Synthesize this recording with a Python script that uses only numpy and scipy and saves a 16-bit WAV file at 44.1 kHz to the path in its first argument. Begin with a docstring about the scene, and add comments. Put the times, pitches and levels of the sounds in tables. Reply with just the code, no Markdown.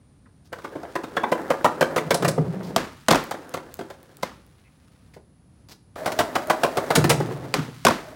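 """A low outdoor rumble and a thin background hiss come first, then a rubber squeak and a shoe scuff.
A skateboard then makes two runs across a paved back yard, over a plywood kicker ramp, heard through a phone.
Filtered noise makes the roar; paired knocks and damped modes make the joints, the deck and the hollow ramp.
Noise bursts rasp up the ramp's entry plate; cracks over a ringing deck are the tail pops and landings.
Fence and house wall throw the clacks back as delayed slaps and a decaying noise tail."""
import sys
import numpy as np
from scipy import signal
from scipy.fft import rfft, irfft
from scipy.io import wavfile
from scipy.ndimage import uniform_filter1d

SR = 44100
rng = np.random.default_rng(int(sys.argv[2]) if len(sys.argv) > 2 else 0)


def to_wav(s):
    """Save 16-bit WAV."""
    ch = np.atleast_2d(s).T  # columns
    pcm = np.round(np.clip(ch, -1, 1) * 32767)  # PCM
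    wavfile.write(sys.argv[1], SR, pcm.astype(np.int16))


N = 359415
TIME = np.arange(N) / SR  # s from the start
AGE = np.arange(SR // 3) / SR  # s since one hit


def undb(db):
    """Decibels to gain."""
    return 10 ** (np.asarray(db) / 20)


def unit(x):
    """Scale to rms 1."""
    return x / np.sqrt(np.mean(x ** 2))


def unit_hit(x):
    """Scale a hit to the energy of 5 ms at rms 1."""
    return x / np.sqrt(np.sum(x ** 2) / (.005 * SR))


def add(track, s, x):
    """Mix x into the track at time s."""
    i = int(s * SR)
    track[i:i + len(x)] += x[:N - i]


def colour(x, points):
    """Causal minimum-phase filter through (frequency [Hz], gain [dB]) points."""
    hz, db = np.transpose(points)
    size = 4096
    bin_hz = np.arange(size // 2 + 1) * SR / size
    gain_db = np.interp(np.log(bin_hz + 1), np.log(hz), db)
    # folding the cepstrum forward in time gives the minimum phase
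    cepstrum = irfft(np.log(undb(gain_db)))
    cepstrum[1:size // 2] *= 2
    cepstrum[size // 2 + 1:] = 0
    impulse = irfft(np.exp(rfft(cepstrum)))
    return signal.fftconvolve(x, impulse)[:len(x)]


def grains(n, spread_db):
    """Dense micro-impacts of uneven size."""
    size_db = spread_db * np.minimum(rng.exponential(size=n), 5)
    return unit(rng.standard_normal(n) * undb(size_db))


def walk(rate):
    """Smooth random wander of rms 1, taking a new target rate times a second."""
    k = int(SR / rate)
    steps = np.repeat(rng.standard_normal(N // k + 1), k)
    return unit(uniform_filter1d(steps, k))[:N]


def narrow(hz, width_hz):
    """A ragged tone: a noise-driven resonance whose centre may move."""
    noise = rng.standard_normal((2, len(hz)))
    lowpass = signal.butter(2, width_hz / 2, fs=SR, output="sos")
    a, b = signal.sosfilt(lowpass, noise)
    phase = 2 * np.pi * np.cumsum(hz) / SR
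    return unit(a * np.cos(phase) + b * np.sin(phase))


def rise(start, length):
    """From 0 to 1 in a straight line."""
    return np.clip((TIME - start) / length, 0, 1)


def fade(start, fall_s):
    """Hold at 1, then die away."""
    return np.exp(-np.maximum(TIME - start, 0) / fall_s)


def press(rise_s):
    """Contact force building up."""
    return 1 - np.exp(-(AGE / rise_s) ** 2)


def ring(modes, scatter_db, detune):
    """Decaying modes; every blow meets them in another place and under another load."""
    hz, db, t60 = np.transpose(modes)[:, :, None]
    size, pitch, phase = rng.standard_normal((3, len(modes), 1))
    waves = np.sin(2 * np.pi * (hz * (1 + detune * pitch) * AGE + phase))
    decay = np.exp(-np.log(1000) * AGE / t60)
    return np.sum(undb(db + scatter_db * size) * waves * decay, axis=0)


# distant low rumble outdoors: (frequency [Hz], level [dB])
AIR = [(25, -29.5), (50, -4.5), (90, -1), (125, -3.5), (175, -5.5), (260, -9.5), (400, -20), (600, -24),
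       (1400, -31.5), (3000, -39), (4500, -38.5), (7500, -43.5), (10500, -42), (12000, -54.5),
       (16000, -57.5)]
# centre of the thin high background hiss: (time [s], frequency [Hz])
HISS = [(0, 9300), (2.5, 9420), (4.6, 9880), (8.15, 10100)]
AIR_DB = -54  # mean level of the rumble


def background():
    """Distant low rumble of wandering level, under a thin high background hiss of slowly moving pitch."""
    rumble = unit(colour(rng.standard_normal(N), AIR)) * undb(AIR_DB + 1.5 * walk(6.5))
    hiss_hz = np.interp(TIME, *np.transpose(HISS))
    return rumble + undb(-75.5) * narrow(hiss_hz, width_hz=750)


# rubber squeaking as the weight shifts:
# (time [s], level [dB], start frequency [Hz], end frequency [Hz], length [s])
SQUEAKS = [(0.255, -58.5, 1710, 1060, 0.026), (4.64, -63, 2425, 2170, 0.054),
           (5.133, -57, 2587, 1440, 0.026)]


def squeaks():
    """Rubber slips briefly, its pitch falling as the strain lets go."""
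    out = np.zeros(N)
    for s, db, start_hz, end_hz, length in SQUEAKS:
        n = int(length * SR)
        tone = narrow(np.geomspace(start_hz, end_hz, n), width_hz=620)
        add(out, s, undb(db) * signal.windows.tukey(n, .5) * tone)
    return out


# single slaps back from fence and walls: (delay [s], level [dB])
WALLS = [(.013, -17), (.029, -17), (.043, -28.5), (.061, -29)]


def yard(x, t60_s, low_t60_s, tail_db, low_db):
    """A few wall slaps and the scatter from fence boards and trees; the lows stay longest."""
    tail_points = [(200, 3.5), (1400, -1.0), (2800, -4.5), (5000, -1.5), (9000, -2.5), (15000, -13.5)]
    low_points = [(100, -1.5), (300, 2.5), (900, -33.5), (3000, -57.5)]
    tail = colour(rng.standard_normal(len(AGE)), tail_points)
    tail = unit(tail * press(0.0043) * np.exp(-np.log(1000) * AGE / t60_s))
    low = colour(rng.standard_normal(len(AGE)), low_points)
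    low = unit(low * press(0.035) * np.exp(-np.log(1000) * AGE / low_t60_s))
    echo = undb(tail_db) * tail + undb(low_db) * low
    echo /= np.sqrt(len(AGE))  # levels now hold for the energy of the whole echo
    for delay, db in WALLS:
        echo[int(delay * SR)] += undb(db)
    return signal.fftconvolve(x, echo)[:N]


def rubs(table, spectrum, spread_db, rise_s, fall_s):
    """Bursts of micro-impacts that last as long as the contact, then die away."""
    out = np.zeros(N)
    for s, db, length in table:
        shape = press(rise_s) * np.exp(-np.maximum(AGE - length, 0) / fall_s)
        add(out, s, undb(db) * shape * unit(colour(grains(len(AGE), spread_db), spectrum)))
    return out


# shoes scuffing: (time [s], level [dB], length [s])
SCUFFS = [(.445, -61.5, 0.029), (2.63, -49, 0.072), (4.225, -36, 0.0054), (5.135, -54, 0.011),
          (5.685, -48.5, 0.038), (5.710, -46, .014)]
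# colour of a scuff: (frequency [Hz], level [dB])
SHOE = [(200, 3), (800, 1), (2500, -6), (4800, 1.5), (8000, -9.5), (15000, -13)]


def scuffs():
    """Shoe soles scuff, as short bursts of very uneven grains."""
    return rubs(SCUFFS, SHOE, spread_db=5.5, rise_s=0.0013, fall_s=0.011)


# each knock sets the wheels ringing, so that their hum swells and sinks back
KICK_DB, KICK_S = 7.5, 0.036  # hum gain for a kick of 1; decay time


def kicks():
    """Swells towards 1 just after each knock, falling back to 0."""
    return np.max([rise(s, .01) * fade(s, KICK_S) for s, *_ in KNOCKS], axis=0)


# loudness of the rolling, which grows with speed and nearness, one curve a run: (time [s], level [dB])
RUN_A = [(0.52, -47.5), (0.7, -48), (1.12, -42.5), (1.3, -36.5), (2.2, -35), (2.7, -39.5), (3.0, -45),
         (3.5, -44), (4.15, -57), (4.4, -65.5), (5.1, -74.5)]
RUN_B = [(5.96, -41), (6.03, -39), (6.25, -37), (6.8, -38), (7.0, -28), (7.5, -39.5), (8.0, -44),
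         (8.15, -49)]
# the jump of each run: (onto the ramp [s], take-off [s], landing [s],
# panel note at the foot [Hz], at the lip [Hz], panel ring-out [s])
JUMP_A = (2, 2.76, 3.09, 160, 190, .04)
JUMP_B = (6.95, 7.53, 7.86, 165, 140, 0.13)
# wheel roar on paving in each run, and on plywood: (frequency [Hz], level [dB])
ROAR_A = [(100, -20), (220, 0), (380, 3), (560, -1), (760, -2.5), (1050, -7), (1700, -8.5), (2600, -28.5),
          (5000, -38.5)]
ROAR_B = [(100, -13), (220, -5), (420, -0.5), (620, -0.5), (760, -3), (950, -5), (2000, -11), (2800, -30),
          (5000, -31)]
ROAR_RAMP = [(100, -17.5), (250, 3), (400, 7.5), (650, 1.5), (1000, -5.5), (2000, -15), (3000, -28.5),
             (6000, -43)]
# colour of bearing hiss and of gritty crunches: (frequency [Hz], level [dB])
GRIT = [(300, -18), (1200, 6), (2500, 1), (4500, -1.5), (7000, -6.5), (10000, -8.5), (12500, -14.5),
        (16000, -10)]
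# maple deck with its trucks, bending: (frequency [Hz], level [dB], t60 [s])
DECK_LOW = [(165, -9.5, 0.078), (246.6, -9.5, 0.13), (339, -5, .07), (423.5, -2, 0.06), (510, -1.5, 0.07),
            (589, -4.5, 0.084), (691, 5.5, 0.031), (798, -2, 0.034), (896, -3, 0.044)]
# both axles get onto the ramp; the roar dies after take-off; it returns after landing
AXLE_GAP_S, LIFT_S, SETTLE_S = 0.11, .06, 0.18
# bearing hiss: dB per dB of roar; change on plywood; change off the ground
HISS_SLOPE, SMOOTH_RAMP_DB, FREE_SPIN_DB = 0.44, -2, -0.5
RUMBLE_DB = -10  # deck rumble beside the roar


def rolling(run, jump, spectrum, hum_hz, hum_db, hiss_db, panel_db):
    """Paving shakes deck and wheels; plywood is duller and drums; off the ground the bearings hiss on."""
    s, db = np.transpose(run)
    enter, take_off, land, foot_hz, lip_hz, ring_out = jump
    roar_db = np.interp(TIME, s, db)
    moving = rise(s[0], 0.0021) * (1 - rise(s[-1], 0.14))
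    contact = np.maximum(fade(take_off, LIFT_S), rise(land, SETTLE_S))
    on_ramp = rise(enter, AXLE_GAP_S) * (TIME < land)

    bumps = grains(N, spread_db=4.5)
    hum = undb(hum_db + KICK_DB * kicks()) * narrow(hum_hz * undb(.3 * walk(9)), width_hz=65)
    paving = unit(colour(bumps, spectrum)) + hum
    plywood = undb(0.5) * unit(colour(bumps, ROAR_RAMP))
    wheels = ((1 - on_ramp) * paving + on_ramp * plywood) * undb(2.1 * walk(45))

    # the two lowest deck modes, shaken by the same bumps
    deck = ring(DECK_LOW[:2], scatter_db=3.5, detune=0.0092)
    rumble = undb(RUMBLE_DB) * unit(signal.fftconvolve(bumps, deck)[:N])

    note_hz = foot_hz + (lip_hz - foot_hz) * rise(enter, take_off - enter)
    panel = undb(panel_db) * on_ramp * fade(take_off, ring_out) * narrow(note_hz, width_hz=40)

    bearings = unit(colour(grains(N, spread_db=5.0), GRIT)) * undb(1.4 * walk(63))
    bearings_db = hiss_db + HISS_SLOPE * roar_db
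    bearings_db += SMOOTH_RAMP_DB * on_ramp * contact + FREE_SPIN_DB * (1 - contact)
    roar = undb(roar_db) * (contact * (wheels + rumble) + panel)
    return moving * (roar + undb(bearings_db) * bearings)


def bounce(hz, rise_s, fall_s, stiffen):
    """A urethane wheel bouncing on its truck; squeezed at first, it starts stiffer and higher."""
    phase = 2 * np.pi * np.cumsum(hz * (1 + stiffen * np.exp(-AGE / rise_s))) / SR
    return unit_hit(np.sin(phase) * press(rise_s) * np.exp(-AGE / fall_s))


# maple deck with its trucks, clacking: (frequency [Hz], level [dB], t60 [s])
DECK_HIGH = [(1030, 4.5, 0.045), (1124, 2.5, 0.038), (1196, 0, 0.066), (1330, 2, 0.026), (1505, 3.5, 0.045),
             (1681, -2.5, 0.023), (1884, -3.5, 0.032), (2095, -3.5, 0.093), (2290, -12.5, 0.02),
             (2581, -16, 0.032), (2850, -20, 0.02), (3215, -14, 0.014), (3450, -11, 0.067)]


def clatter(rise_s, fall_s):
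    """The deck's upper modes, shaken by a short run of impacts and strongly damped."""
    modes = ring(DECK_HIGH, scatter_db=1.5, detune=.06) * np.exp(-AGE / .004)
    impacts = grains(len(AGE), spread_db=6) * press(rise_s) * np.exp(-AGE / fall_s)
    return unit_hit(signal.fftconvolve(impacts, modes)[:len(AGE)])


# a grittier knock also has a harder low thud
THUD_DB, THUD_HZ = -13.5, 102  # level beside the grit; pitch it settles to


def single_knock(hz, clack_db, grit_db):
    """One blow: grit crunches, the wheel bounces, a low thud sounds and the deck answers."""
    bend = ring(DECK_LOW, scatter_db=1.5, detune=0.055) * press(0.003) * np.exp(-AGE / 0.03)
    clack = clatter(rise_s=0.0031, fall_s=0.0066)
    crunch = grains(len(AGE), spread_db=3.5) * press(0.00052) * np.exp(-AGE / 0.0099)
    body = undb(-11.5) * bounce(hz, rise_s=0.0026, fall_s=0.0094, stiffen=0.16)
    body += undb(-10.5) * unit_hit(bend)
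    body += undb(THUD_DB + grit_db) * bounce(THUD_HZ, rise_s=0.005, fall_s=0.018, stiffen=.1)
    return body + undb(clack_db) * clack + undb(grit_db) * unit_hit(colour(crunch, GRIT))


# paired knocks of wheels or board, on paving joints, on the ramp or at rest: (time [s], level [dB],
# knock frequency [Hz], deck clack [dB], grit [dB], lag of the second knock [s])
KNOCKS = [(0.526, -23, 557, -9, -16, .003), (0.584, -38.5, 524, -1, -10, 0.0026),
          (0.643, -24, 360, -7.5, -18.5, 0.0044), (0.753, -18.5, 354, -22, -36, 0.0028),
          (0.831, -22.5, 700, -18, -24.5, 0.015), (0.953, -14.5, 391, -11, -19, 0.003),
          (1.035, -22.5, 300, -11, -18.5, 0.0033), (1.166, -11, 549, -8.5, -20.5, .003),
          (1.233, -11, 970, -11, -29, 0.0033), (1.317, -5, 588, -15.5, -23.5, 0.0044),
          (1.502, -6.5, 562, -11, -23, 0.0049), (1.644, -1.5, 943, -13, -19, 0.0095),
          (1.809, -3.5, 588, -12.5, -18, 0.014), (1.961, -8, 508, -11.5, -14.5, 0.015),
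          (2.106, -4.5, 545, -15, -13, 0.0061), (2.144, -11.5, 688, -24, -39, 0.0038),
          (2.223, -11, 408, -18.5, -16.5, 0.0037), (2.246, -9.5, 694, -11, -15.5, 0.0029),
          (2.282, -12.5, 640, -17, -24, 0.00403), (2.377, -11.5, 493, -20.5, -35, 0.00387),
          (3.31, -20.5, 793, -8.5, -9, 0.0019), (3.34, -25, 327, -15, -21, 0.0041),
          (3.539, -18.5, 610, -12.5, -11, 0.0019), (3.567, -24.5, 384, -12, -19, 0.0041),
          (3.79, -17.5, 382, -18.5, -21, 0.018), (3.901, -28, 660, -15, -13, 0.0031),
          (5.163, -30.5, 472, -24, -28, 0.00203), (5.956, -25, 653, -14.5, -20, 0.0021),
          (6.059, -12, 700, -13.5, -11, 0.015), (6.119, -22.5, 620, -12, -6.5, 0.0028),
          (6.189, -5.5, 695, -12, -12, 0.012), (6.353, -11, 918, -7.5, -12.5, 0.0063),
          (6.498, -6.5, 735, -7.5, -13.5, .006), (6.633, -4, 680, -13, -17, 0.011),
          (6.77, -5.5, 670, -18, -17.5, 0.0091), (6.903, -7.5, 770, -13, -15, 0.0036),
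          (6.955, -10, 287, -12, -2, 0.0043), (7.041, -7.5, 389, -18, -12, 0.0051),
          (7.099, -5, 557, -16, -6.5, .011), (7.201, -11, 380, -21, -23.5, .004)]
# the second knock of a pair is lower and cleaner
SECOND_DB, SECOND_PITCH, SECOND_GRIT_DB = 0.5, 0.857, -10


def knocks():
    """Wheels or board knock in pairs, the second blow just after the first."""
    out = np.zeros(N)
    for s, db, hz, clack_db, grit_db, lag in KNOCKS:
        first = single_knock(hz, clack_db, grit_db)
        second = single_knock(hz * SECOND_PITCH, clack_db, grit_db + SECOND_GRIT_DB)
        add(out, s, undb(db) * first)
        add(out, s + lag, undb(db + SECOND_DB) * second)
    return out


# wheels rasping over the entry plate: (time [s], level [dB], length [s])
RASPS = [(2.143, -21, 0.0039), (2.280, -23.5, 0.0083), (6.952, -20.5, 0.013), (7.094, -18.5, 0.0075),
         (7.108, -27, 0.0044)]
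# colour of the plate: (frequency [Hz], level [dB])
PLATE = [(300, 0), (1200, 4.5), (2500, -1), (5000, 2.5), (7500, 1), (10000, 1.5), (12500, -6.5),
         (16000, -11)]


def rasps():
    """Wheels rasp over the ramp's entry plate, as sharp bursts of grains."""
    return rubs(RASPS, PLATE, spread_db=-2, rise_s=0.00044, fall_s=0.007)


# booms of the hollow ramp, under the wheels and after the board has left: (time [s], level [dB])
BOOMS = [(2.146, -32), (2.234, -20.5), (2.270, -15), (2.386, -11), (6.970, -6.5), (7.043, -16),
         (7.109, -12), (7.580, -16.5), (7.678, -24.5)]
# plywood ramp: (frequency [Hz], level [dB], t60 [s])
RAMP = [(86.3, -21.5, 0.34), (120.5, -18.5, 0.95), (153.4, 3, 0.11), (198.4, -15, 0.35), (261, -7, 0.12),
        (297, -18.5, 0.043), (364.6, -9, 0.12), (464, -6.5, 0.074)]


def booms():
    """The hollow ramp booms in its own modes, under the wheels and after the board has left."""
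    out = np.zeros(N)
    for s, db in BOOMS:
        boom = ring(RAMP, scatter_db=2.0, detune=0.008) * press(0.0078)
        add(out, s, undb(db) * unit_hit(boom))
    return out


# tail pops, landing slaps and the tail set down:
# (time [s], level [dB], knock frequency [Hz], deck clack [dB], hardness [dB])
SLAPS = [(2.762, -6, 660, -11, 4.5), (3.084, -3.5, 650, -9.5, 3), (3.107, -7.5, 974, -16, 4),
         (3.111, 0, 486, -11, 1), (3.124, -7, 346, -13, 1), (3.132, -8, 750, -9, -6),
         (3.146, -7, 944, -10.5, -4.5), (3.156, -9.5, 665, -14.5, 0), (4.231, -13, 518, -7, 0),
         (7.54, -10, 493, -10.5, 7.5), (7.85, -1.5, 647, -16, 3.5), (7.867, -1.5, 1063, -8, 1),
         (7.883, -5, 930, -15, -1.5), (7.907, -7.5, 1097, -19, -9)]
# colour of the crack: (frequency [Hz], level [dB])
CRACK = [(300, -11), (1200, -2.5), (2500, 4.5), (4500, 4.5), (7000, 0), (10000, -4.5), (12500, -8),
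         (16000, -11)]
# scatter of a slap from fence and trees: (frequency [Hz], level [dB])
SCATTER = [(120, -2.5), (260, 8), (600, 0.5), (1250, 0.5), (2000, -5.5), (2800, -10), (4800, -14),
           (8000, -22), (15000, -31)]
# parts of a slap beside its knock; hardness adds to the crack and to its scatter round the yard
SLAP_THUD_DB, SLAP_CRACK_DB, SLAP_ECHO_DB = -18, -15.5, -13.5


def slaps():
    """Hard blows of tail and wheels: a crack, the ringing deck, a deep thud, scatter from round the yard."""
    out = np.zeros(N)
    for s, db, hz, clack_db, hard_db in SLAPS:
        bend = unit_hit(ring(DECK_LOW, scatter_db=-2.0, detune=0.045) * press(0.0017))
        clack = ring(DECK_HIGH, scatter_db=5, detune=0.017) * press(0.00053) * np.exp(-AGE / 0.01)
        crack = grains(len(AGE), spread_db=0.5) * press(0.0002) * np.exp(-AGE / 0.0041)
        thud_hz = 215 * undb(rng.standard_normal())
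        thud = bounce(thud_hz, rise_s=0.0028, fall_s=.013, stiffen=0.3)
        scatter = colour(grains(len(AGE), spread_db=3.5), SCATTER)
        scatter = unit_hit(scatter * press(0.0047) * np.exp(-AGE / 0.058))
        body = undb(-11.5) * bounce(hz, rise_s=0.0018, fall_s=0.0072, stiffen=0.44) + undb(-11.0) * bend
        deck = body + undb(SLAP_THUD_DB) * thud + undb(clack_db) * unit_hit(clack)
        sharp = undb(SLAP_CRACK_DB) * unit_hit(colour(crack, CRACK)) + undb(SLAP_ECHO_DB) * scatter
        add(out, s, undb(db) * (deck + undb(hard_db) * sharp))
    return out


# grit snapping under a wheel: (time [s], peak level [dB])
TICKS = [(3.24, -24), (3.4932, -32), (3.741, -21), (4.03, -35), (4.1695, -30), (4.465, -44), (6.4723, -26)]
# snap of a grain of sand: (frequency [Hz], level [dB])
SAND = [(300, -4), (3000, -12), (7000, -8), (16000, -6)]


def ticks():
    """Single grains of sand snap under the wheels, as millisecond noise bursts."""
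    out = np.zeros(N)
    for s, db in TICKS:
        snap = colour(rng.standard_normal(len(AGE)) * np.exp(-AGE / 0.001), SAND)
        add(out, s, undb(db) * snap / np.abs(snap).max())
    return out


def scene():
    """Both runs, their echoes and the background."""
    board = knocks() + rasps() + booms() + ticks() + scuffs() + squeaks()
    echoes = yard(board, t60_s=0.36, low_t60_s=0.89, tail_db=-14, low_db=-32.5)
    first = rolling(RUN_A, JUMP_A, ROAR_A, hum_hz=511, hum_db=-8.0, hiss_db=-36.5, panel_db=3.5)
    second = rolling(RUN_B, JUMP_B, ROAR_B, hum_hz=629, hum_db=-0.5, hiss_db=-32.5, panel_db=1)
    # slaps carry their own scatter
    return (board + slaps() + echoes + first + second + background())[None]


TOP_HZ = 16000  # upper limit of the phone's microphone


def record(dry):
    """The phone's microphone thins the bass, rounds the loudest peaks and cuts the top."""
    thin = signal.sosfilt(signal.butter(2, 45, "high", fs=SR, output="sos"), dry)
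    rounded = np.tanh(thin)
    return signal.sosfilt(signal.ellip(10, .2, 80, TOP_HZ, fs=SR, output="sos"), rounded)


dry = scene()
out = record(dry)
to_wav(out)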